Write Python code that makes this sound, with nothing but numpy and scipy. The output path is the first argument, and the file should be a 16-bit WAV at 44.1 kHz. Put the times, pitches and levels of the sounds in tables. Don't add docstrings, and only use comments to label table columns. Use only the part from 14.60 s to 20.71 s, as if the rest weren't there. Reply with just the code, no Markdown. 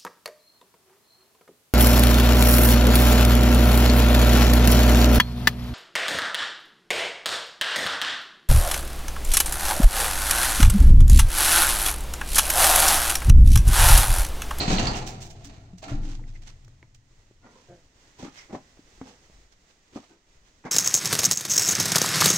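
import sys
import numpy as np
from scipy import signal
from scipy.fft import rfft, irfft
from scipy.io import wavfile
from scipy.ndimage import uniform_filter1d

SR = 44100
rng = np.random.default_rng(int(sys.argv[2]) if len(sys.argv) > 2 else 0)


def unload_audio(sound):
    columns = np.transpose(np.atleast_2d(sound))
    steps = np.round(np.clip(columns, -1, 1) * 32767)
    wavfile.write(sys.argv[1], SR, steps.astype(np.int16))


N = 269451
TIME, HZ = np.arange(N) / SR, np.fft.rfftfreq(8192, 1 / SR)
LAG_S = 0.000488

# frequency in Hz, level in dB.
RASP_SPECTRUM = [(30, -16.5), (150, -1.5), (350, 5.5), (550, -2), (850, 3), (1150, -4.5), (2000, -6),
                 (2800, -4.5), (3500, -7), (4300, -4.5), (5200, -10), (7000, -9.5), (8700, -21.5),
                 (10500, -39.5), (16000, -36)]
# frequency in Hz, level in dB.
STRAW_SPECTRUM = [(100, -6), (500, 1), (1400, 1), (2100, -0.5), (3200, -0.5), (4500, -3), (6300, -1.5),
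                  (8500, -12.5), (10500, -30), (16000, -25.5)]


def amp(db):
    return np.exp(np.asarray(db) * np.log(10) / 20)


def unit_rms(x):
    return x / np.sqrt(np.mean(x ** 2) + 1e-20)


def wander(length, span):
    return unit_rms(uniform_filter1d(rng.standard_normal(length), size=span))


def curve(points, hz=HZ):
    f, value = np.transpose(points)
    return np.interp(np.log(hz + 1), np.log(f + 1), value)


def add(mix, s, sound):
    part = mix[..., max(round(s * SR), 0):][..., :sound.shape[-1]]
    part += sound[..., :part.shape[-1]]


def convolve(x, response):
    return signal.fftconvolve(np.atleast_2d(x), np.atleast_2d(response), axes=1)[:, :x.shape[-1]]


def colour(x, db):
    log_gain = np.log(amp(np.maximum(np.r_[db, db[-2:0:-1]], -100)))
    response = np.fft.ifft(np.exp(np.conj(signal.hilbert(log_gain)))).real
    return convolve(x, response[:len(HZ)])


def stereo(pair, lag=0., direct=0.):
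    hz = np.fft.rfftfreq(pair.shape[1], 1 / SR)
    left, other = rfft(pair)
    coherence = direct * np.exp(-2j * np.pi * hz * lag) + (1 - direct) * np.sinc(2 * hz * LAG_S)
    right = coherence * left + np.sqrt(np.maximum(1 - abs(coherence) ** 2, 0)) * other
    return irfft(np.array([left, right]), pair.shape[1])


def grains(length, per_s, spread_db):
    size = amp(spread_db * np.minimum(rng.exponential(1, length), 4))
    return unit_rms(rng.standard_normal((2, length)) * size * (rng.random(length) < per_s / SR))


def damped(x, decays):
    hz, t, bands = signal.stft(x, SR, nperseg=512)
    bands = bands * amp(-60 * t / curve(decays, hz)[:, None])
    return signal.istft(bands, SR, nperseg=512)[1][:, :x.shape[1]]


def stroke(s, rise, fall, size=SR // 2):
    start = max(s - 2.5 * rise, 0)
    t = start + TIME[:size] - s
    return start, np.exp(-np.minimum(np.where(t < 0, (t / rise) ** 2, t / fall), 20))


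def mode(hz, t60):
    t = TIME[:SR // 5]
    return np.exp(-np.log(1000) * t / t60) * np.sin(2 * np.pi * hz * t)


def thump(ring, rise_s):
    ring = ring * (1 - np.exp(-TIME[:len(ring)] / rise_s))
    return ring / abs(ring).max()


def air(waver_db=1.56, flutter_db=3, rumble_hz=130):
    # frequency in Hz, level in dB.
    spectrum = [(20, 1.5), (40, 2), (100, -8.5), (200, -11.5), (400, -13.5), (800, -17.5), (1400, -19.5),
                (1750, -18.5), (1950, -15.5), (2250, -20.5), (4500, -22), (6700, -20), (8500, -29.5),
                (10500, -45), (16000, -39.5)]
    # time in seconds, level in dB.
    levels = [(0, -65), (2.4, -63), (4.3, -56), (5.1, -61)]
    noise = unit_rms(colour(stereo(rng.standard_normal((2, N)), direct=0.1), curve(spectrum)))
    waver, flutter = wander(N, 6000), wander(N, 6000)
    rumble = signal.sosfiltfilt(signal.butter(2, rumble_hz, fs=SR, output="sos"), noise)
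    noise = noise - rumble + rumble * unit_rms(amp(flutter_db * flutter))
    return noise * amp(np.interp(TIME, *np.transpose(levels)) + waver_db * waver)


def iron_response(modes_db=-15, crash_db=7, crash_s=0.061, split=0.0175, glide=0.0209, glide_s=0.0802):
    # frequency in Hz, relative level in dB, T60 in seconds.
    modes = [(24.86, 10, 2.63), (43.3, 4.5, 2.8), (68.2, -8, 1.2), (78, -1.5, 1.16), (92.6, -7, 1.86),
             (116.3, -6, 2.2), (132.8, -9.5, 2.1), (190.6, 1, 0.49), (219.4, -8.5, 2), (276.7, -1.5, 0.84),
             (309.2, -2, 0.7), (347, -11, 1.9), (396, -3.5, 1.44), (646, -15, 3.7), (702, -10, 2.6),
             (764, 3, 0.9), (851, 0.5, 1.1), (1344, 11, 0.34), (2920, -2, 0.56), (4270, 2, 0.12)]
    # frequency in Hz, T60 in seconds.
    decays = [(30, 8.4), (120, 3), (300, 0.59), (500, 1.62), (800, 1.16), (1300, 0.77), (2800, 0.27),
              (4500, 0.19), (9000, 0.022)]
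    t = TIME[:2 * SR]
    crowd = damped(stereo(rng.standard_normal((2, len(t))), LAG_S, direct=0.29), decays)
    bent_time = t + glide * glide_s * (1 - np.exp(-t / glide_s))
    tones = 0
    for hz, db, t60 in modes:
        panel_hz = hz * (1 + split * (np.arange(-1, 2) + rng.uniform(-.5, .5, 3)))
        ring = np.sin(2 * np.pi * panel_hz[:, None] * bent_time).sum(0) / np.sqrt(3)
        tones = tones + amp(db - 60 * t / t60) * ring
    tones = np.array([tones, np.interp(t - LAG_S / 2, t, tones)])
    crash, fade = amp(crash_db) * np.exp(-t / crash_s), np.cos(np.pi * t / 4)
    return crowd * (1 + crash) + amp(modes_db) * tones * fade


def partition(ring_db=-4, clump_db=3.0, push_cycles=0.34):
    # time of the peak in seconds, level in dB.
    shoves = [(0.002, -31), (0.086, -29.5), (0.193, -34.5), (.5, -53.5), (.75, -57), (0.899, -57),
              (1.23, -46.5)]
    # start in seconds, level in dB, centre in Hz of the band that the
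    blows = [(0.004, -32.5, 119, 0.55), (0.082, -27, 40, 1.4), (0.103, -26, 257, 0.68),
             (0.183, -39, 2870, 0.06), (0.233, -27, 105, 0.86), (.269, -34.5, 4520, 0.058),
             (.275, -37, 990, .3), (.35, -40, 796, 0.23), (.85, -50.5, 285, 0.082), (1.229, -59, 678, 0.14),
             (1.27, -45.5, 300, 0.077), (1.282, -45.5, 1260, 0.7), (1.289, -43, 131, 0.66),
             (1.316, -35.5, 98, 0.48), (1.315, -36, 298, 0.07), (1.32, -30.5, 25.7, 0.72),
             (1.379, -42, 135, 0.31), (1.465, -46, 292, 0.086), (1.58, -45.5, 117.8, 0.14),
             (2.04, -50.5, 117.6, 0.082)]
    response, pressure = iron_response(), np.zeros(N)
    for s, db in shoves:
        start, shove = stroke(s, rise=0.0075, fall=0.12)
        add(pressure, start, amp(db) * shove)
    clumps = np.tanh(wander(N, 500))
    slips = stereo(grains(N, per_s=3000, spread_db=1.0), LAG_S, direct=0.25)
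    rasp = unit_rms(colour(slips, curve(RASP_SPECTRUM))) * pressure * amp(clump_db * clumps)
    out = rasp + amp(ring_db) * convolve(rasp[0], response / np.linalg.norm(response[0]))
    for s, db, hz, octaves in blows:
        away = np.log2((HZ + 1) / hz) / octaves
        ring = colour(response, -15 * np.log10(1 + away ** 2 / 2) - 12 * np.log10(1 + (HZ / hz / 3) ** 2))
        ring = ring * np.minimum(TIME[:ring.shape[1]] * hz / push_cycles, 1)
        add(out, s, amp(db) * ring / np.std(ring[:, :SR // 20]))
    return out


def squeaks():
    # time of the peak in seconds, level in dB, rise and fall in seconds, pitch and
    # half-width in Hz.
    rubs = [(0.006, -27, 0.014, 0.035, 4240, 290), (.084, -35, 0.0038, .022, 4230, 200),
            (0.169, -34.5, 0.0057, 0.034, 4240, 190), (.287, -31, 0.0088, 0.015, 4540, 220),
            (1.764, -53, 0.011, 0.006, 2140, 240.7), (3.8, -50.5, 0.036, 0.03, 2090, 220),
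            (3.792, -51, 0.016, .022, 5470, 373)]
    out = np.zeros((2, N))
    for s, db, rise, fall, hz, width in rubs:
        start, swell = stroke(s, rise, fall)
        slips = stereo(rng.standard_normal((2, len(swell))))
        band_db = -20 * np.log10(1 + ((HZ - hz) / width) ** 2)
        add(out, start, amp(db) * swell * unit_rms(colour(slips, band_db)))
    return out


def clacks(rise_s=0.000397):
    # time in seconds, level in dB, decay in seconds, centre in Hz, spread in octaves.
    impacts = [(.019, -29, 0.0049, 1200, 0.47), (.08, -29, 0.0065, 3650, 0.36),
               (0.13, -31, 0.0056, 6000, 0.38), (0.1843, -22, 0.0032, 2940, .4),
               (0.2692, -28.5, 0.0045, 3320, 0.87), (.3455, -31.5, 0.0062, 2830, .2)]
    out = np.zeros((2, N))
    for s, db, fall, hz, octaves in impacts:
        start, hit = stroke(s, rise_s, fall)
        band_db = curve(RASP_SPECTRUM) - 20 * np.log10(1 + (np.log2((HZ + 1) / hz) / octaves) ** 2)
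        noise = stereo(rng.standard_normal((2, len(hit))))
        add(out, start, amp(db) * hit * unit_rms(colour(noise, band_db)))
    return out


def buckles():
    # start in seconds, peak in dB, frequency in Hz, T60 in seconds.
    snaps = [(0.079, -17, 172, 0.044), (.105, -18.5, 260, 0.037), (.127, -20.5, 187, 0.13),
             (.196, -25, 220, 0.059), (0.235, -26, 106, .06), (1.315, -25.5, 122, 0.2)]
    out = np.zeros((2, N))
    for s, db, hz, t60 in snaps:
        add(out, s, amp(db) * thump(mode(hz, t60), rise_s=0.0013))
    return out


def rustle(s, db, rise, fall, tilt_db_per_octave, clump_db=1.6):
    start, swell = stroke(s, rise, fall)
    snaps = stereo(grains(len(swell), per_s=7000, spread_db=1.5), LAG_S, direct=0.094)
    snaps = snaps * amp(clump_db * wander(len(swell), 160))
    spectrum_db = curve(STRAW_SPECTRUM) + tilt_db_per_octave * np.log2(HZ / 3000 + 0.13)
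    return start, amp(db) * swell * unit_rms(colour(snaps, spectrum_db))


def rustles(pan_db=1):
    # time of the peak in seconds, level in dB, decay in seconds.
    scuffs = [(.474, -38.5, 0.036), (0.621, -42.5, 0.044), (0.707, -46, 0.015), (0.848, -46, 0.02),
              (1.184, -52.5, 0.019), (1.231, -52, 0.019), (2.047, -58, 0.0067), (2.081, -57, 0.0046),
              (2.348, -54, 0.009), (3.589, -59, 0.011)]
    # time of the peak in seconds, level in dB, length in seconds.
    brushes = [(0.135, -31, 0.057), (0.374, -34, 0.047), (0.852, -60, 0.14), (1.309, -47, 0.058),
               (1.457, -51.5, 0.059), (1.512, -48.5, 0.068), (1.553, -49, 0.013), (1.695, -57.5, 0.039),
               (1.758, -59, 0.05), (1.837, -56, 0.035), (1.886, -47.5, 0.041), (3.001, -62.5, 0.25),
               (3.483, -65.5, 0.2), (3.604, -49, 0.028), (3.647, -49.5, 0.081), (3.789, -49.5, 0.1),
               (4.496, -53.5, 0.09), (4.931, -59.5, 0.026), (5.109, -64, .04), (5.368, -51, 0.045),
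               (5.446, -62, 0.2), (5.879, -62.5, .06)]
    out = np.zeros((2, N))
    for s, db, fall in scuffs:
        add(out, *rustle(s, db, .28 * fall, fall, tilt_db_per_octave=5))
    for s, db, length in brushes:
        add(out, *rustle(s, db, .53 * length, .47 * length, tilt_db_per_octave=1))
    return out * amp([[-pan_db], [pan_db]])


def crunch(s, db, rise, fall, dull_hz, hollow_db=4.0, grit_db=-17):
    # frequency in Hz, level in dB.
    dirt = [(30, -31), (90, -13), (170, -8.5), (270, -0.5), (400, -6), (600, -9), (900, -8.5), (1500, -11),
            (2300, -9.5), (3200, -36), (8000, -45)]
    start, press = stroke(s, rise, fall, size=SR // 3)
    clods = stereo(grains(len(press), per_s=3500, spread_db=-2.0), direct=0.57)
    spot_db = hollow_db * wander(len(HZ), 24)
    body = unit_rms(colour(clods, curve(dirt) + spot_db - 10 * np.log10(1 + (HZ / dull_hz) ** 4)))
    grit = stereo(grains(len(press), per_s=6000, spread_db=4.0))
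    grit = unit_rms(colour(grit, curve(STRAW_SPECTRUM)))
    return start, amp(db) * press * (body + amp(grit_db) * grit)


def knocks(crunch_db=-11.5):
    # start in seconds, level in dB,
    # frequency in Hz, T60 in seconds.
    impacts = [(1.133, -35.5, 179.5, 0.18), (1.594, -45, 870, 0.027), (1.615, -46, 480, 0.034),
               (1.639, -47.5, 2000, 0.017), (2.08, -46, 1470, 0.0034), (2.228, -40, 2060, 0.01),
               (2.711, -46.5, 310, 0.019), (3.63, -37, 154, 0.096), (3.952, -25, 620, 0.01),
               (4.172, -43, 1080, 0.0021), (4.192, -44.5, 280, 0.068), (4.4146, -31.5, 890, 0.0066),
               (4.699, -41.5, 396, .007), (6.051, -31, 402, 0.0098), (6.0652, -31.5, 760, 0.011)]
    out = np.zeros((2, N))
    for s, db, hz, t60 in impacts:
        add(out, s, amp(db) * mode(hz, t60))
        add(out, *crunch(s, db + crunch_db, rise=0.000581, fall=0.0084, dull_hz=hz))
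    return out


def chatter(s=1.229, gap_s=0.036, restitution=0.83, db=-39, hz=673, detune=0.035, bounces=4):
    out = np.zeros((2, N))
    for bounce, chance in enumerate(rng.standard_normal(bounces)):
        add(out, s, amp(db) * mode(hz * (1 + detune * chance), t60=0.083))
        s += gap_s * restitution ** bounce
    return out


def steps(toe_db=1, overtone_db=-5, weight_db=-19):
    # landing in seconds, crunch level in dB, the thump's peak in dB, frequency in Hz, T60 and
    # rise in seconds, then sole-to-toe roll in seconds and the crunch's cutoff in Hz.
    footfalls = [(3.63, -37, -34.5, 290, .045, 0.0027, .021, 850),
                 (3.933, -34, -31.5, 345, .045, .0018, .017, 755),
                 (4.4144, -48, -29.5, 266.6, 0.096, 0.00017, 0.0019, 910),
                 (5.3595, -41.5, -26.5, 292, 0.029, 0.00081, .013, 680),
                 (6.057, -35.5, -31.5, 430, 0.024, 0.0011, .008, 1600)]
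    # time of the peak in seconds, level in dB, decay
    # in seconds, cutoff in Hz.
    shuffles = [(2.862, -50, 0.04, 1090), (2.965, -55.5, 0.068, 905), (3.602, -41, .017, 420),
                (3.675, -47.5, .026, 1300), (3.909, -43, 0.024, 650), (4.48, -49.5, 0.049, 876),
                (5.333, -47.5, .012, 550), (5.437, -54.5, .018, 1100), (5.52, -55, 0.032, 700),
                (6.045, -46, .008, 2200)]
    out = np.zeros((2, N))
    for s, db, thump_db, hz, t60, rise, roll, dull_hz in footfalls:
        for delay, part_db in (0, 0), (roll, toe_db):
            add(out, *crunch(s + delay, db + part_db, rise=.0055, fall=0.019, dull_hz=dull_hz))
        overtone = amp(overtone_db) * mode(hz * 1.67, t60=0.019)
        weight = amp(weight_db) * mode(hz=169, t60=0.093)
        add(out, s, amp(thump_db) * thump(mode(hz, t60) + overtone + weight, rise))
    for s, db, fall, dull_hz in shuffles:
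        add(out, *crunch(s, db, .6 * fall, fall, dull_hz))
    return out


def grunt(s=3.112, db=-46.5, pitch_hz=177.7, sag_hz_per_s=151, jitter=0.024, breath=0.58):
    # centre in Hz, width in Hz, level in dB.
    formants = [(120, 76, 3.5), (360, 85, -5.5), (520, 140, -5.5), (680, 120, -8), (1590, 300, -17.5)]
    start, effort = stroke(s, rise=0.025, fall=0.044)
    hz = pitch_hz - sag_hz_per_s * (start + TIME[:len(effort)] - s)
    hz = hz * (1 + jitter * wander(len(effort), 250))
    pulses = unit_rms(np.diff(np.floor(np.cumsum(hz) / SR), prepend=0))
    source = (1 - breath) * pulses + breath * rng.standard_normal(len(effort))
    throat = sum(amp(level) / (1 + ((HZ - centre) * 2 / width) ** 2) for centre, width, level in formants)
    out = np.zeros((2, N))
    add(out, start, amp(db) * effort * unit_rms(colour(source, 20 * np.log10(throat))))
    return out


def barn(x, delay_s=.006):
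    # frequency in Hz, T60 in seconds.
    decays = [(100, 0.63), (500, 0.13), (2000, 0.47), (8000, 0.21)]
    tail = damped(stereo(rng.standard_normal((2, SR // 2))), decays) * (TIME[:SR // 2] > delay_s)
    return convolve(x, tail / np.linalg.norm(tail[0]))


def scene(iron_wet_db=-14, floor_wet_db=-17):
    iron = partition() + buckles() + clacks() + chatter()
    floor = rustles() + squeaks() + steps() + knocks() + grunt()
    return iron + floor + barn(amp(iron_wet_db) * iron + amp(floor_wet_db) * floor) + air()


def record(dry, cutoff_hz=15900):
    # frequency in Hz, right minus left in dB.
    balance = [(100, -1.5), (600, 0), (1300, 2), (2400, 4.5), (4500, 5), (8000, 4), (13000, 0)]
    tilt_db = curve(balance) / 2
    heard = np.vstack([colour(dry[0], -tilt_db), colour(dry[1], tilt_db)])
    lowpass = signal.firwin(511, cutoff_hz, window=("kaiser", 9), fs=SR)
    return signal.oaconvolve(heard, lowpass[None], "same")


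dry = scene()
out = record(dry)
unload_audio(out)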